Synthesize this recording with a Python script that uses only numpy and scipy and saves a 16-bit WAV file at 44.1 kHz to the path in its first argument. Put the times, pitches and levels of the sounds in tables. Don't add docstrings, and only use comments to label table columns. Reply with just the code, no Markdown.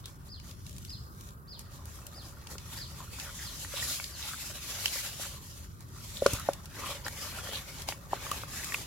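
import sys
import numpy as np
from scipy import signal
from scipy.fft import rfft, irfft, next_fast_len
from scipy.io import wavfile
from scipy.ndimage import map_coordinates

SR = 44100
rng = np.random.default_rng(int(sys.argv[2]) if len(sys.argv) > 2 else 0)


def int16_out(signal):
    q = np.round(np.clip(np.atleast_2d(signal).T, -1, 1) * 32767)
    wavfile.write(sys.argv[1], SR, q.astype(np.int16))


N = 390726
TIME = np.arange(N) / SR

# frequency in Hz, likeness (1 is the same, 0 is unrelated).
LIKENESS = [(60, 0.79), (130, 0.94), (290, 0.57), (640, 0.83), (1410, 0.79), (3100, 0), (15000, 0)]
# moment of full speed in seconds, rise and fall in seconds, hiss level in dB.
FINGER_RUBS = [(0.0, 0.012, -52.5), (.1, .04, -59), (0.271, 0.024, -56.5), (.49, 0.052, -51),
               (.6, 0.14, -67), (.72, 0.15, -55.5), (.88, 0.082, -56), (1.02, 0.068, -64),
               (1.229, 0.098, -56), (1.61, 0.017, -50.5), (1.75, 0.033, -51.5), (1.94, 0.079, -52),
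               (2.13, .06, -58.5), (2.28, 0.059, -52.5), (2.528, 0.035, -46.5)]


def gain_of(db):
    return 10 ** (np.asarray(db) / 20)


def evened(x):
    return x / np.sqrt(np.mean(x ** 2) + 1e-20)


def read(points, hz):
    f, value = np.transpose(points)
    return np.interp(np.log(hz + 1), np.log(f + 1), value)


def add(mix, s, sound):
    part = mix[:, max(round(s * SR), 0):][:, :sound.shape[-1]]
    part += sound[..., :part.shape[1]]


def coloured(x, spectrum, likeness):
    size = next_fast_len(N)
    hz = np.fft.rfftfreq(size, 1 / SR)
    left, other = rfft(x, size)
    same = np.clip(read(likeness, hz), -1, 1)
    right = same * left + np.sqrt(1 - same ** 2) * other
    shaped = np.array([left, right]) * gain_of(read(spectrum, hz))
    return evened(irfft(shaped, size)[:, :N])


def waver(rate_hz):
    knots = np.arange(0, N / SR + 1, 1 / rate_hz)
    return evened(np.interp(TIME, knots, rng.standard_normal(len(knots))))


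def grains(per_s, spread_db, low_hz, high_hz, cycles, count=24):
    t, out = np.arange(600) / SR, np.zeros((2, N))
    for hz in np.geomspace(low_hz, high_hz, count):
        strength = gain_of(spread_db * np.minimum(rng.exponential(1, N), 4))
        clicks = (rng.random(N) < per_s / count / SR) * strength
        phase = rng.random((2, 1))
        ring = np.exp(-t * hz / cycles) * np.sin(2 * np.pi * (hz * t + phase))
        out += signal.oaconvolve(clicks[None], ring * hz, axes=1)[:, :N]
    return evened(out)


def pan_ring(x):
    # frequency in Hz, gain in dB, time to fall by 60 dB in seconds.
    modes = [(399, 4, 0.079), (561, 9, 0.064), (840, -21, 0.16), (1168, 0, 0.056), (1420, -0.5, 0.047),
             (1872, 12, 0.037), (2247, 12.5, 0.077), (2660, 15, 0.016)]
    t = np.arange(SR // 5) / SR
    ring = np.zeros(len(t))
    for hz, db, t60 in modes:
        unit_gain = 2 * np.log(1000) / (t60 * SR)
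        ring += gain_of(db - 60 * t / t60) * np.cos(2 * np.pi * hz * t) * unit_gain
    return signal.oaconvolve(x, ring[None], axes=1)[:, :N]


def echoes(x, t60, delay):
    t = np.arange(SR // 2) / SR
    hits = (rng.random((2, len(t))) < .05) * (t > delay)
    taps = rng.standard_normal((2, len(t))) * hits * gain_of(-60 * t / t60)
    return signal.oaconvolve(x, taps / np.linalg.norm(taps[0]), axes=1)[:, :N]


def hollows(x, depth_db, width_hz, last_s):
    hz, t, z = signal.stft(x, SR, nperseg=512, noverlap=384)
    at = np.meshgrid(np.log1p(hz / 2500) * 2500 / width_hz, t / last_s, indexing="ij")
    field = evened(map_coordinates(rng.standard_normal((128, 512)), at, order=3, mode="wrap"))
    depth = depth_db / (1 + hz[:, None] / 7000)
    z = z * gain_of(depth * field - depth ** 2 / 10)
    return signal.istft(z, SR, nperseg=512, noverlap=384)[1][:, :N]


def outdoors():
    # time in seconds, rumble level in dB, far air level in dB.
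    swells = [(0, -48, -59.5), (.85, -44.5, -64), (1.1, -47, -54.5), (1.5, -48.5, -59), (3, -47, -59),
              (5, -49.5, -61), (5.75, -46, -60.5), (7, -48, -60), (8.86, -47, -55)]
    # frequency in Hz, relative level in dB per Hz.
    rumble_spectrum = [(20, -30), (31, -14), (41, -4), (55, -1), (74, 2), (100, -1), (135, -3.5),
                       (200, -10), (260, -18), (400, -22), (600, -74)]
    # frequency in Hz, relative level in dB per Hz.
    air_spectrum = [(150, -21), (300, -0.5), (420, 3.5), (650, -5.5), (850, -4.5), (1020, 0), (1210, 5.5),
                    (1370, 2), (1550, 3), (2200, -43), (4000, -69), (8000, -18.5), (16000, -10)]
    # frequency in Hz, likeness (negative is opposed).
    air_likeness = [(200, 1), (640, 0.05), (1410, -0.82), (3100, -0.12)]
    s, rumble_db, air_db = np.transpose(swells)
    rumble = coloured(rng.standard_normal((2, N)), rumble_spectrum, LIKENESS)
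    air = coloured(rng.standard_normal((2, N)), air_spectrum, air_likeness)
    return gain_of(np.interp(TIME, s, rumble_db)) * rumble + gain_of(np.interp(TIME, s, air_db)) * air


def bird():
    # start in seconds, level in dB.
    calls = [(0.28, -48.5), (0.873, -45.5), (1.471, -47.5), (2.134, -48.5), (2.764, -44), (3.413, -46),
             (4.088, -48.5)]
    # seconds after its start, pitch in Hz, relative level in dB.
    arch = [(0, 3700, -22), (.011, 4600, -6), (.022, 5050, -6), (.035, 5130, -7), (.046, 4800, 0.5),
            (.062, 4230, -0.5), (.075, 3800, -9.5), (.098, 3100, -12.5), (.118, 2750, -30)]
    s, hz, db = np.transpose(arch)
    t, out = np.arange(0, s[-1], 1 / SR), np.zeros((2, N))
    for start, level_db in calls:
        pitch = np.interp(t, s, hz) * (1 + 0.00296 * rng.standard_normal())
        whistle = np.sin(2 * np.pi * np.cumsum(pitch) / SR)
        call = gain_of(level_db + np.interp(t, s, db)) * whistle
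        add(out, start, call * signal.windows.tukey(len(t), .08))
    out = out + .6 * np.roll(out, 105, axis=1)
    out = out * gain_of(2.5 * waver(rate_hz=250))
    out[1] = np.roll(out[1], 11)
    high = signal.sosfilt(signal.butter(4, 4800, "high", fs=SR, output="sos"), out)
    near = echoes(out, t60=0.22, delay=0.0018)
    far = echoes(high, t60=0.58, delay=.02)
    return out + gain_of(-1.5) * near + gain_of(-0.5) * far


def flops():
    # start in seconds, level in dB, pitch in Hz, decay in seconds.
    drops = [(6.333, -16.5, 102, 0.0058)]
    t, out = np.arange(SR // 5) / SR, np.zeros((2, N))
    for s, db, hz, decay in drops:
        thud = (1 - np.exp(-t / 0.002)) * np.exp(-t / decay) * np.sin(2 * np.pi * hz * t)
        slap = gain_of(-10) * np.exp(-t / 0.0045) * np.sin(2 * np.pi * 260 * t)
        add(out, s, -gain_of(db) * (thud + slap))
    return out


def knocks():
    # start in seconds, level in dB, pitch in Hz,
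    # relative contact length (short ones are held at 0.2), clack in dB against the knock.
    blows = [(2.553, -45.5, 440, 0.4, -2), (3.003, -41, 1005, 1, -9), (3.185, -40, 1060, 0.9, -9),
             (3.648, -40, 1880, 0.47, 0), (3.737, -38, 547, .67, -8), (3.825, -33, 1920, 1, -19),
             (3.999, -32.5, 2270, 0.65, -0.5), (4.858, -18, 3000, 0.85, -16.5), (4.956, -42, 550, 0.54, -4),
             (5.197, -37, 650, .37, -17), (6.221, -18, 533, 0.45, -26), (6.261, -11, 506, 0.4, -7.5),
             (6.488, -13, 646, 0.33, -17.5), (7.065, -30, 1660, .5, -4), (7.082, -28.5, 1610, 0.43, -23),
             (7.472, -31.5, 1470, 0.26, -27), (7.888, -24.5, 780, 0.32, -29), (7.924, -33.5, 2480, 0.2, 0),
             (8.132, -15.5, 830, 0.37, -33), (8.265, -33.5, 1130, .7, -20), (8.315, -24, 1170, 1, -25),
             (8.435, -27, 1160, 0.32, -9), (8.722, -28, 1970, 0.34, -18), (8.743, -30, 2320, 0.86, 0)]
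    t, out = np.arange(SR // 20) / SR, np.zeros((2, N))
    for s, db, hz, contact, clack_db in blows:
        peak_s = max(contact, .2) * (2.2 / hz + .0007)
        u = (t / peak_s) ** 1.4
        swell = u * np.exp(1 - u)
        clack = gain_of(clack_db) * (np.sin(2 * np.pi * 1100 * t) + np.sin(2 * np.pi * 1420 * t))
        lag = np.array([[0], [hz / 4500]])
        knock = np.sin(2 * np.pi * hz * t + np.pi * lag)
        push = gain_of(-9.5) * np.exp(-t * hz / 2.05) * np.sin(2 * np.pi * 0.49 * hz * t)
        add(out, s, gain_of(db) * (swell * (clack - knock) - push))
    return out + gain_of(-6.0) * pan_ring(out)


def finger_level():
    return np.sqrt(sum((gain_of(db) * stroke(s, width, width)) ** 2 for s, width, db in FINGER_RUBS))


def lesser_smacks():
    per_s, over_hiss_db, spread_db, middle_db = 20, 12.5, 2.5, -1.5
    chance, size, colour = rng.standard_normal((400, 3)).T
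    times = np.cumsum(chance ** 2) / per_s
    hiss_db = 20 * np.log10(np.interp(times, TIME, finger_level()) + 1e-9)
    db = hiss_db + over_hiss_db + spread_db * np.clip(size, -2, 2)
    rows = zip(times, db, middle_db + spread_db * colour)
    return [row for row in rows if row[0] < FINGER_RUBS[-1][0]]


def smacks():
    # start in seconds, level in dB,
    # middle band in dB against the top band.
    partings = [(.0568, -30.5, 1), (0.3985, -50, 16.5), (0.511, -46, 14.5), (.6649, -37, 3.5),
                (0.782, -34.5, -1.5), (.849, -35.5, 4), (.9034, -40, 6), (1.209, -36, -1),
                (1.5922, -30, -12), (1.855, -33.5, -23), (2.0663, -27.5, -21), (2.4703, -38, 9),
                (2.5813, -36.5, 12.5), (3.1982, -36, 13.5), (4.041, -35.5, 15.5), (4.857, -20.5, 9),
                (5.806, -38, -17), (6.2627, -20, 11.5), (6.3338, -15.5, -13), (6.3967, -27, -8),
                (6.533, -28.5, 3), (6.6565, -35.5, 3.5), (7.081, -26.5, 0), (7.819, -28, 0),
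                (7.887, -25.5, 11.5), (8.314, -20.5, 1), (8.644, -23, -8), (8.7403, -23.5, -2)]
    t, out = np.arange(SR // 25) / SR, np.zeros((2, N))
    top = signal.butter(1, [4500, 13000], "band", fs=SR, output="sos")
    middle = signal.butter(2, [2300, 6000], "band", fs=SR, output="sos")
    envelope = (1 - np.exp(-t / .0006)) * np.exp(-t / .0026)
    sprays = rng.standard_normal((160, 2, 2, len(t))) * envelope
    for (s, db, middle_db), spray in zip(partings + lesser_smacks(), sprays):
        burst = signal.sosfilt(top, spray[0]) + gain_of(middle_db) * signal.sosfilt(middle, spray[1])
        add(out, s, gain_of(db) * burst)
    return out


def gliding_bands():
    # start in seconds, length in seconds, middle pitch in Hz, level in dB.
    bands = [(0.03, .067, 3700, -52.5), (2.495, .061, 490, -52.5), (2.971, 0.09, 1000, -54.5),
             (3.228, 0.099, 1400, -51), (3.378, 0.071, 1810, -48.5), (3.741, 0.087, 3670, -40.5),
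             (4.199, 0.13, 3730, -43.5), (4.255, .12, 1390, -48), (4.85, 0.048, 3040, -42),
             (5.189, 0.082, 1400, -49), (6.15, 0.071, 3820, -46.5), (6.283, 0.18, 1350, -48.5),
             (6.731, 0.243, 1150, -45.5), (7.044, 0.017, 5100, -40), (7.21, .098, 1200, -49.5),
             (7.292, 0.16, 690, -53.5), (7.38, 0.254, 500, -54), (7.477, 0.13, 3080, -44),
             (7.512, 0.092, 4030, -42.5), (7.59, 0.23, 1408, -59.5), (8.53, 0.13, 1760, -48.5),
             (8.627, 0.017, 2030, -41), (8.736, .02, 2430, -32)]
    glide = -0.053
    out = np.zeros((2, N))
    for s, length, hz, db in bands:
        n = int(length * SR)
        spurts = gain_of(6.8 * rng.standard_normal(SR)[np.arange(n) // 60])
        noise = rng.standard_normal((4, n)) * spurts
        pole = np.exp(-np.pi * (130 + 0.21 * hz) / SR)
        noise = signal.lfilter([1], np.poly([pole, pole]), noise[:2] + 1j * noise[2:])
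        same = np.clip(read(LIKENESS, hz) + 0.093, 0, 1)
        noise[1] = same * noise[0] + np.sqrt(1 - same ** 2) * noise[1]
        pitch = hz * (1 + glide * np.linspace(-.5, .5, n))
        tone = (noise * np.exp(2j * np.pi * np.cumsum(pitch) / SR)).real
        add(out, s, gain_of(db) * evened(tone) * signal.windows.tukey(n, .7))
    return out


def stroke(s, rise, fall):
    shape = 1.87
    away = abs(np.where(TIME < s, (s - TIME) / rise, (TIME - s) / fall))
    return np.exp(-np.minimum(away, 8) ** shape)


def friction():
    # moment of full speed in seconds, rise in seconds, fall in seconds,
    # hiss level in dB, drag in dB against the hiss.
    slides = [(2.78, .13, 0.057, -44.5, -10), (3.0, 0.17, 0.089, -49.5, -14),
              (3.2, 0.078, 0.13, -44, -10.5), (3.43, 0.12, 0.2, -44, -18.5),
              (3.63, 0.085, 0.033, -42.5, -50), (3.77, 0.094, 0.093, -44.5, -5.5),
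              (3.87, 0.16, 0.18, -34.5, -18.5), (4.27, 0.12, 0.18, -39.5, -14.5),
              (4.43, .06, 0.097, -39, -21), (4.7, 0.19, 0.14, -40.5, -13), (4.93, 0.14, 0.16, -35.5, -16),
              (5.23, 0.17, 0.11, -40, -16), (5.44, 0.15, 0.24, -50.5, -23), (6.15, 0.21, 0.24, -47.5, -19),
              (6.3, 0.061, 0.11, -40.5, -6.5), (6.48, 0.074, 0.088, -49.5, -7.5),
              (6.89, .12, 0.085, -40, -4), (7.07, 0.025, 0.019, -46, 2), (7.22, 0.14, 0.18, -42.5, -7.5),
              (7.55, .15, 0.069, -42.5, -6), (7.73, 0.097, .12, -47.5, -8.5),
              (7.889, 0.014, 0.052, -40, -5.5), (8.16, 0.044, 0.023, -48, 1), (8.34, 0.15, 0.11, -42, -4.5),
              (8.57, 0.066, 0.051, -40.5, -14.5), (8.72, 0.24, 0.15, -42, -10)]
    # time in seconds, drag level in dB.
    shifting = [(0, -63), (.7, -72), (1.42, -70), (1.8, -59), (3, -58.5), (5.3, -57), (5.75, -68),
                (6.1, -58.5), (8.86, -56.5)]
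    power = (gain_of([[0], [-14.5], [-9.5]]) * finger_level()) ** 2
    power += gain_of(np.interp(TIME, *np.transpose(shifting)) + np.array([[-0.5], [-10.5], [0]])) ** 2
    for s, rise, fall, hiss_db, drag_db in slides:
        squelch_db = -0.5 + 0.51 * drag_db
        levels = gain_of(hiss_db + np.array([[0], [squelch_db], [drag_db]]))
        power += (levels * stroke(s, rise, fall)) ** 2
    return 10 * np.log10(power)


def sliding():
    # frequency in Hz, relative level in dB per Hz.
    hiss_spectrum = [(1500, -26), (2500, -12.5), (3100, -6), (4400, -4.5), (6000, -3), (7200, -2),
                     (8500, -8.5), (11000, -5), (13500, -9), (16000, -16)]
    # frequency in Hz, relative level in dB per Hz.
    squelch_spectrum = [(900, -37), (1400, -6), (1900, -2.5), (2400, -1), (3100, -3), (4000, -4.5),
                        (6000, -12), (10000, -31)]
    # frequency in Hz, relative level in dB per Hz.
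    drag_spectrum = [(150, -18), (250, 10.5), (400, -5), (570, -2), (740, -0.5), (950, 1), (1180, 2),
                     (1450, -2.5), (2000, -2.5), (3500, -23)]
    hiss_db, squelch_db, drag_db = friction()
    grip_db = 1.59 * waver(rate_hz=45)

    sparse = np.clip(.25 - (hiss_db + 52.5) / 45, .05, .7)
    crackle = grains(per_s=1600, spread_db=2.0, low_hz=2380, high_hz=16900, cycles=1.7)
    fizz = np.sqrt(sparse) * crackle + np.sqrt(1 - sparse) * rng.standard_normal((2, N))
    hiss = coloured(fizz, hiss_spectrum, LIKENESS) * gain_of(hiss_db)

    bubbles = grains(per_s=900, spread_db=-1.5, low_hz=1317, high_hz=4930, cycles=26.0)
    bubbles = bubbles + 2.3 * rng.standard_normal((2, N))
    squelch = coloured(bubbles, squelch_spectrum, LIKENESS) * gain_of(squelch_db)

    slips = grains(per_s=700, spread_db=2.5, low_hz=349.6, high_hz=1720, cycles=4.2)
    slips = slips + 1.95 * rng.standard_normal((2, N))
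    drag = coloured(slips + 0.48 * pan_ring(slips), drag_spectrum, LIKENESS) * gain_of(drag_db)

    rubbed = (hiss + squelch + drag) * gain_of(grip_db)
    return hollows(rubbed, depth_db=3.0, width_hz=140, last_s=.07)


def scene():
    wet, blows = smacks(), knocks()
    wet = wet + gain_of(-11) * echoes(wet, t60=.14, delay=.002)
    blows = blows + gain_of(-19) * echoes(blows, t60=.2, delay=.004)
    near = sliding() + gliding_bands() + wet + blows + flops()
    return near * gain_of([[.4], [-.4]]) + bird() + outdoors()


def record(dry):
    dry = signal.sosfilt(signal.butter(4, 30, "high", fs=SR, output="sos"), dry)
    lowpass = signal.firwin(511, 16050, window=("kaiser", 9), fs=SR)
    return signal.oaconvolve(dry, lowpass[None], "same")


dry = scene()
out = record(dry)
int16_out(out)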